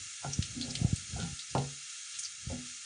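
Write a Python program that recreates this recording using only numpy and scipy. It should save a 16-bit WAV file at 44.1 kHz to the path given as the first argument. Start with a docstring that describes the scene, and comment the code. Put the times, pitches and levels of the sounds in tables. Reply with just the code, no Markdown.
"""Garlic and seeds in hot oil

Close up over a pan of shallow oil in a small kitchen, the same sound in both channels.
Random clicks of tiny steam bubbles over hiss make the sizzle; filtered bursts make wet pieces spit and spurt.
A wooden spatula knocks the pan's ringing modes and scrapes them with stick-slip clicks.
Sagging low tones thud as handling bumps on the microphone, over a rumble that comes and goes."""
import sys
import numpy as np
from scipy import signal
from scipy.fft import rfft, irfft
from scipy.io import wavfile
from scipy.ndimage import uniform_filter1d

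SR = 44100
rng = np.random.default_rng(int(sys.argv[2]) if len(sys.argv) > 2 else 0)


def digitize_waveform(pressure):
    """Quantize a signal to 16-bit integers and store it at the path in sys.argv[1].

    Rows of a 2-D input are taken as channels; values are limited to [-1, 1].
    """
    field = np.atleast_2d(pressure).T
    bounded = np.clip(field, -1, 1)
    quanta = np.round(bounded * 32767).astype(np.int16)
    wavfile.write(sys.argv[1], SR, quanta)


N = 125685
T = np.arange(N) / SR


def undb(db):
    """Decibels to gain."""
    return 10 ** (np.asarray(db) / 20)


def unit(x):
    """Scale to rms 1."""
    return x / np.sqrt(np.mean(x ** 2) + 1e-30)


def crest(x, db, size=441):
    """Scale so that the loudest short stretch (size in samples) has this rms level."""
    return x * undb(db) / np.sqrt(uniform_filter1d(x ** 2, size).max() + 1e-30)


def noise():
    """White noise."""
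    return rng.standard_normal(N)


def band(x, hz, width_hz):
    """One resonance."""
    hz = min(hz, .45 * SR)
    return signal.lfilter(*signal.iirpeak(hz, hz / width_hz, fs=SR), x)


def cut(x, hz, kind, order=2):
    """Low-pass or high-pass."""
    return signal.sosfilt(signal.butter(order, hz, kind, fs=SR, output="sos"), x)


def ring(x, response):
    """Pass a sound through an impulse response."""
    return signal.fftconvolve(x, response)[:N]


def place(x, s):
    """Delay a sound to start at s seconds."""
    return np.concatenate([np.zeros(max(int(s * SR), 0)), x])[:N]


def decay(t60_s):
    """Exponential decay by 60 dB in t60_s."""
    return np.exp(-np.log(1000) * T / t60_s)


def swell(s, rise_s, fall_s):
    """Exponential rise to a crest at s, then exponential fall."""
    return np.exp(-np.maximum((s - T) / rise_s, (T - s) / fall_s))


def clicks(per_s, spread_db):
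    """Random clicks of either sign, many weak and a few strong."""
    size = undb(spread_db * np.minimum(rng.exponential(size=N), 2 * np.pi))
    happens = rng.random(N) < per_s / SR
    return unit(happens * size * np.sign(noise()))


def walk(per_s):
    """Random drift: straight lines between normal random knots, per_s of them each second."""
    knots = rng.standard_normal(1024)
    return np.interp(T * per_s, np.arange(len(knots)), knots)


BOWL_ECHO_DB, BOWL_ECHO_S = -7.5, 0.0085  # total echo gain, decay time constant


def bowl(x):
    """Quick reflections between the walls of the pan and the backsplash."""
    echoes = place(clicks(2500, 1) * np.exp(-T / BOWL_ECHO_S), .001)
    echoes = echoes / np.sqrt(np.sum(echoes ** 2) + 1e-30)
    return x + undb(BOWL_ECHO_DB) * ring(x, echoes)


# colour of the sizzle as heard close over the oil: (frequency [Hz], relative gain [dB])
SIZZLE_COLOUR = [(300, -32.5), (620, -35), (820, -24.5), (980, -37.5), (1200, -15.5), (1390, -3),
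                 (1620, -11.5), (2050, -5.5), (2300, -5.5), (3500, -3.5), (4850, -5), (5300, -2.5),
                 (5900, -1), (6600, 1.5), (7400, -0.5), (8100, -6.5), (9500, -4), (11000, -7.5)]
# slow rise and fall of the frying, added to SIZZLE_DB: (time [s], relative level [dB])
SIZZLE_SWELL = [(0, 2.5), (.45, 2.35), (.9, 2.5), (1.25, 2.5), (1.7, 1.74), (2.1, 2.5), (2.42, 0.5),
                (2.55, 2), (2.85, 2)]
SIZZLE_DB, FLICKER_DB = -45.5, .4
BUBBLES_PER_S, BUBBLE_SPREAD_DB = 5000, 2
HISS_DB = 2.5  # relative to the bubbles


def sizzle():
    """Bursting micro-bubbles over a fine hiss, reflected in the bowl of the pan and coloured."""
    bubbles = clicks(BUBBLES_PER_S, BUBBLE_SPREAD_DB)
    frying = bowl(bubbles + undb(HISS_DB) * noise())
    hz, db = np.array(SIZZLE_COLOUR).T
    f = np.maximum(np.fft.rfftfreq(N, 1 / SR), 1)
    colour = undb(np.interp(np.log(f), np.log(hz), db))
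    coloured = irfft(rfft(frying) * colour, N)
    slow_db = np.interp(T, *np.array(SIZZLE_SWELL).T)
    return unit(coloured) * undb(SIZZLE_DB + slow_db + FLICKER_DB * walk(35))


# low rumble of stirring at the microphone, before the high-pass: (time [s], level [dB])
RUMBLE_LEVEL = [(0, -53), (.1, -70), (.18, -85), (.24, -59), (.29, -48), (.34, -60), (.38, -38.5),
                (.44, -50.5), (.62, -48.5), (.74, -51), (.84, -36), (.96, -50.5), (1.07, -59.5),
                (1.15, -38.5), (1.31, -47.5), (1.43, -97), (1.53, -54), (1.6, -43), (1.86, -83.5),
                (2.1, -83.5), (2.16, -69), (2.24, -78.5), (2.4, -69), (2.51, -39.5), (2.62, -60),
                (2.8, -83)]
RUMBLE_HZ, RUMBLE_WIDTH_HZ = 92, 91


def rumble():
    """Noise through two equal low resonances, swelling and fading with the stirring."""
    low = band(noise(), RUMBLE_HZ, RUMBLE_WIDTH_HZ)
    low = unit(band(low, RUMBLE_HZ, RUMBLE_WIDTH_HZ))
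    return cut(low * undb(np.interp(T, *np.array(RUMBLE_LEVEL).T)), 45, "high")


# ringing modes of the pan on its stand: (frequency [Hz], relative level [dB], 60 dB decay time [s])
PAN_MODES = [(140, 2, 0.32), (175.7, 0, .2), (247.1, -3.5, 0.32), (410, -11, 0.36), (491.3, -8.5, 0.26),
             (557, 4.5, 0.063), (597, 4.5, 0.064), (641.3, -2, 0.11), (745.6, -0.5, 0.17), (802.5, 0, .17),
             (884.3, 1.5, .14), (934, -5.5, 0.081), (1194, -12.5, .07), (1392, -8.5, 0.22)]
CONTACT_S = 0.0011  # build-up time constant of the modes
CLATTER_DB, CLATTER_S = -11, 0.016  # relative to the modes; decay time constant
STAND_DB, STAND_T60_S = -7.5, 0.27  # relative to the modes


def pan_response():
    """The pan's modes build up during contact, with a brief clatter and the dense, dull ring of its stand."""
    modes = 0
    for hz, db, t60 in PAN_MODES:
        modes = modes + undb(db) * np.sin(2 * np.pi * hz * T) * decay(t60)
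    modes = modes * (1 - np.exp(-T / CONTACT_S))
    clatter = cut(cut(noise(), 1770, "low", order=6), 190, "high") * np.exp(-T / CLATTER_S)
    stand = cut(cut(noise(), 850, "low", order=4), 250, "high") * decay(STAND_T60_S)
    return unit(modes) + undb(CLATTER_DB) * unit(clatter) + undb(STAND_DB) * unit(stand)


# spatula strokes across the pan, level before the low-pass and the room:
# (crest time [s], rise [s], fall [s], level [dB], chatter pitch at the crest [Hz], width [Hz],
# glide [octaves/s])
STROKES = [(0.247, 0.01, 0.011, -37, 776, 266, -9.5), (0.248, 0.0052, 0.0027, -44.5, 1380, 250, 0),
           (0.572, 0.0069, 0.042, -36.5, 268.4, 35, -0.5), (.688, 0.0096, 0.016, -37.5, 193.5, 118, -2),
           (.68, 0.061, 0.023, -52, 586, 500, 2.5), (0.852, 0.11, 0.029, -50, 590, 360, 3),
           (1.165, 0.0079, .013, -46, 750, 130, 20), (1.199, .016, 0.017, -46, 430, 360, -2),
           (1.229, 0.015, 0.027, -51.5, 870, 248, 1), (1.214, .025, 0.012, -46.5, 1450, 117, 0),
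           (1.242, 0.03, 0.021, -33.5, 188.7, 50, -2), (2.504, 0.0026, 0.021, -44, 614, 260, 2.5),
           (2.541, 0.015, 0.03, -41.5, 263, 80, 2)]
SLIPS_PER_S, SLIP_SPREAD_DB = 680, 1.97
WOOD_DB = -1  # relative to the pan


def scrapes(pan):
    """The spatula sticks and slips on the oiled pan, sounding its own wood and the pan at a gliding pitch."""
    out = 0
    for s, rise, fall, db, hz, width, glide in STROKES:
        pitch = hz * 2 ** np.clip(glide * (T - s), -1, .5)
        turn = np.exp(2j * np.pi * np.cumsum(pitch) / SR)
        # shift the clicks down by the pitch, low-pass, shift back: a band that follows the glide
        shifted = cut(clicks(SLIPS_PER_S, SLIP_SPREAD_DB) / turn, width / 2, "low")
        slips = (shifted * turn).real * swell(s, rise, fall)
        stroke = unit(ring(slips, pan)) + undb(WOOD_DB) * unit(slips)
        out = out + crest(stroke, db)
    return cut(out, 1900, "low", order=4)


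# spatula knocks on the pan, level before the room:
# (time [s], level [dB], brightness as a low-pass corner, lower for softer contact [Hz])
SPATULA_KNOCKS = [(.247, -39, 1120), (0.258, -37.5, 198), (1.5503, -25, 1270), (1.5606, -37, 1020),
                  (1.5792, -28.5, 199), (2.498, -47, 670), (2.529, -41.5, 288)]


def knocks(pan):
    """Wood strikes the pan; softer contact leaves only the low modes."""
    out = 0
    for s, db, hz in SPATULA_KNOCKS:
        knock = cut(cut(pan, hz, "low", order=4), 108, "high", order=3)
        out = out + place(crest(knock, db), s)
    return out


# spurts of steam from turned pieces, level before the high-pass and the room:
# (crest time [s], rise [s], fall [s], level [dB], pitch [Hz], width [Hz])
STEAM_SPURTS = [(0.337, .009, 0.0047, -36, 5800, 620), (.629, 0.012, .012, -37, 4300, 700),
                (0.709, 0.0056, 0.0061, -40, 5400, 2505), (1.227, 0.029, .03, -47, 3800, 2560),
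                (1.41, 0.0092, .015, -47.5, 4400, 1460), (1.512, 0.0091, 0.006, -46.5, 5800, 2500),
                (2.157, .015, 0.014, -45, 3600, 2450), (2.197, 0.038, 0.01, -50.5, 7900, 3020),
                (2.238, 0.011, 0.0072, -40, 6300, 1830), (2.251, 0.0042, 0.012, -38.5, 5940, 2020),
                (2.255, 0.0074, 0.0067, -40.5, 4660, 628)]


def spurts():
    """Short flurries of bubbles around one pitch."""
    out = 0
    for s, rise, fall, db, hz, width in STEAM_SPURTS:
        bubbles = band(band(clicks(6000, 2.2), hz, width), hz, width)
        out = out + crest(bubbles * swell(s, rise, fall), db)
    return cut(out, 1600, "high", order=3)


# drops of water bursting in the oil, level before the room:
# (time [s], level [dB], pitch [Hz], width [Hz], decay time constant of the crack [s])
WATER_DROPS = [(0.3331, -34, 5780, 490, .005), (0.4242, -33, 3900, 1910, .003),
               (0.612, -34.5, 4000, 1410, .004), (0.7526, -31, 3450, 1600, .004),
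               (0.9596, -38.5, 7660, 3560, .005), (1.2006, -41, 3540, 1200, .003),
               (1.391, -39, 4200, 1400, .005), (1.5494, -40.5, 2950, 2500, .004),
               (1.5794, -40.5, 3320, 2010, .005), (2.1885, -36, 6420, 600, 0.0017),
               (2.1934, -35.5, 9600, 1510, .004)]
SPRAY_DB, SPRAY_S = -4, 0.021  # relative to the crack; decay time constant
SPLASH_DB = -12  # broad splash, relative to the pitched part


def spits():
    """Each drop cracks, rings briefly and throws a fine spray."""
    out = 0
    for s, db, hz, width, crack_s in WATER_DROPS:
        burst = noise() * (np.exp(-T / crack_s) + undb(SPRAY_DB) * np.exp(-T / SPRAY_S))
        pop = unit(band(burst, hz, width)) + undb(SPLASH_DB) * unit(band(burst, 6000, 6000))
        out = out + place(crest(cut(pop, 1900, "high", order=3), db), s)
    return out


# dull bumps on the microphone, level before the high-pass:
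# (time [s], level [dB], starting pitch [Hz])
MICROPHONE_BUMPS = [(0.3884, -23, 252), (.814, -25, 256), (.845, -20.5, 274), (0.9281, -22.5, 251),
                    (1.134, -37, 118), (1.149, -35.5, 101), (1.257, -46, 129), (1.327, -40, 151),
                    (2.4691, -34, 193)]
BUMP_END_HZ, BUMP_SAG_S, BUMP_SWELL_S = 72, 0.0046, .0024  # final pitch, time constants


def bumps():
    """Soft handling bumps: brief low tones that sag in pitch."""
    push = (T / BUMP_SWELL_S) ** 2 * np.exp(-T / BUMP_SWELL_S)
    out = 0
    for s, db, hz in MICROPHONE_BUMPS:
        pitch = BUMP_END_HZ + (hz - BUMP_END_HZ) * np.exp(-T / BUMP_SAG_S)
        thud = -push * np.sin(2 * np.pi * np.cumsum(pitch) / SR)
        out = out + place(crest(thud, db), s)
    return cut(out, 45, "high")


ROOM_DB, ROOM_T60_S = -10.5, 0.17  # total gain of the reverberation, 60 dB decay time


def kitchen(x):
    """Short reverberation from close walls."""
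    tail = place(noise() * decay(ROOM_T60_S), .003)
    return x + undb(ROOM_DB) * ring(x, tail / np.sqrt(np.sum(tail ** 2)))


def scene():
    """Oil, spatula and handling, the same in both channels; only spits, spurts and spatula get the room."""
    pan = pan_response()
    oil = sizzle()
    in_room = kitchen(spits() + spurts() + knocks(pan) + scrapes(pan))
    x = oil + in_room + bumps() + rumble()
    return np.array([x, x])


def record(dry):
    """The recorder cuts the top steeply, above 9620 Hz."""
    return signal.sosfilt(signal.ellip(12, .1, 80, 9620, fs=SR, output="sos"), dry)


dry = scene()
out = record(dry)
digitize_waveform(out)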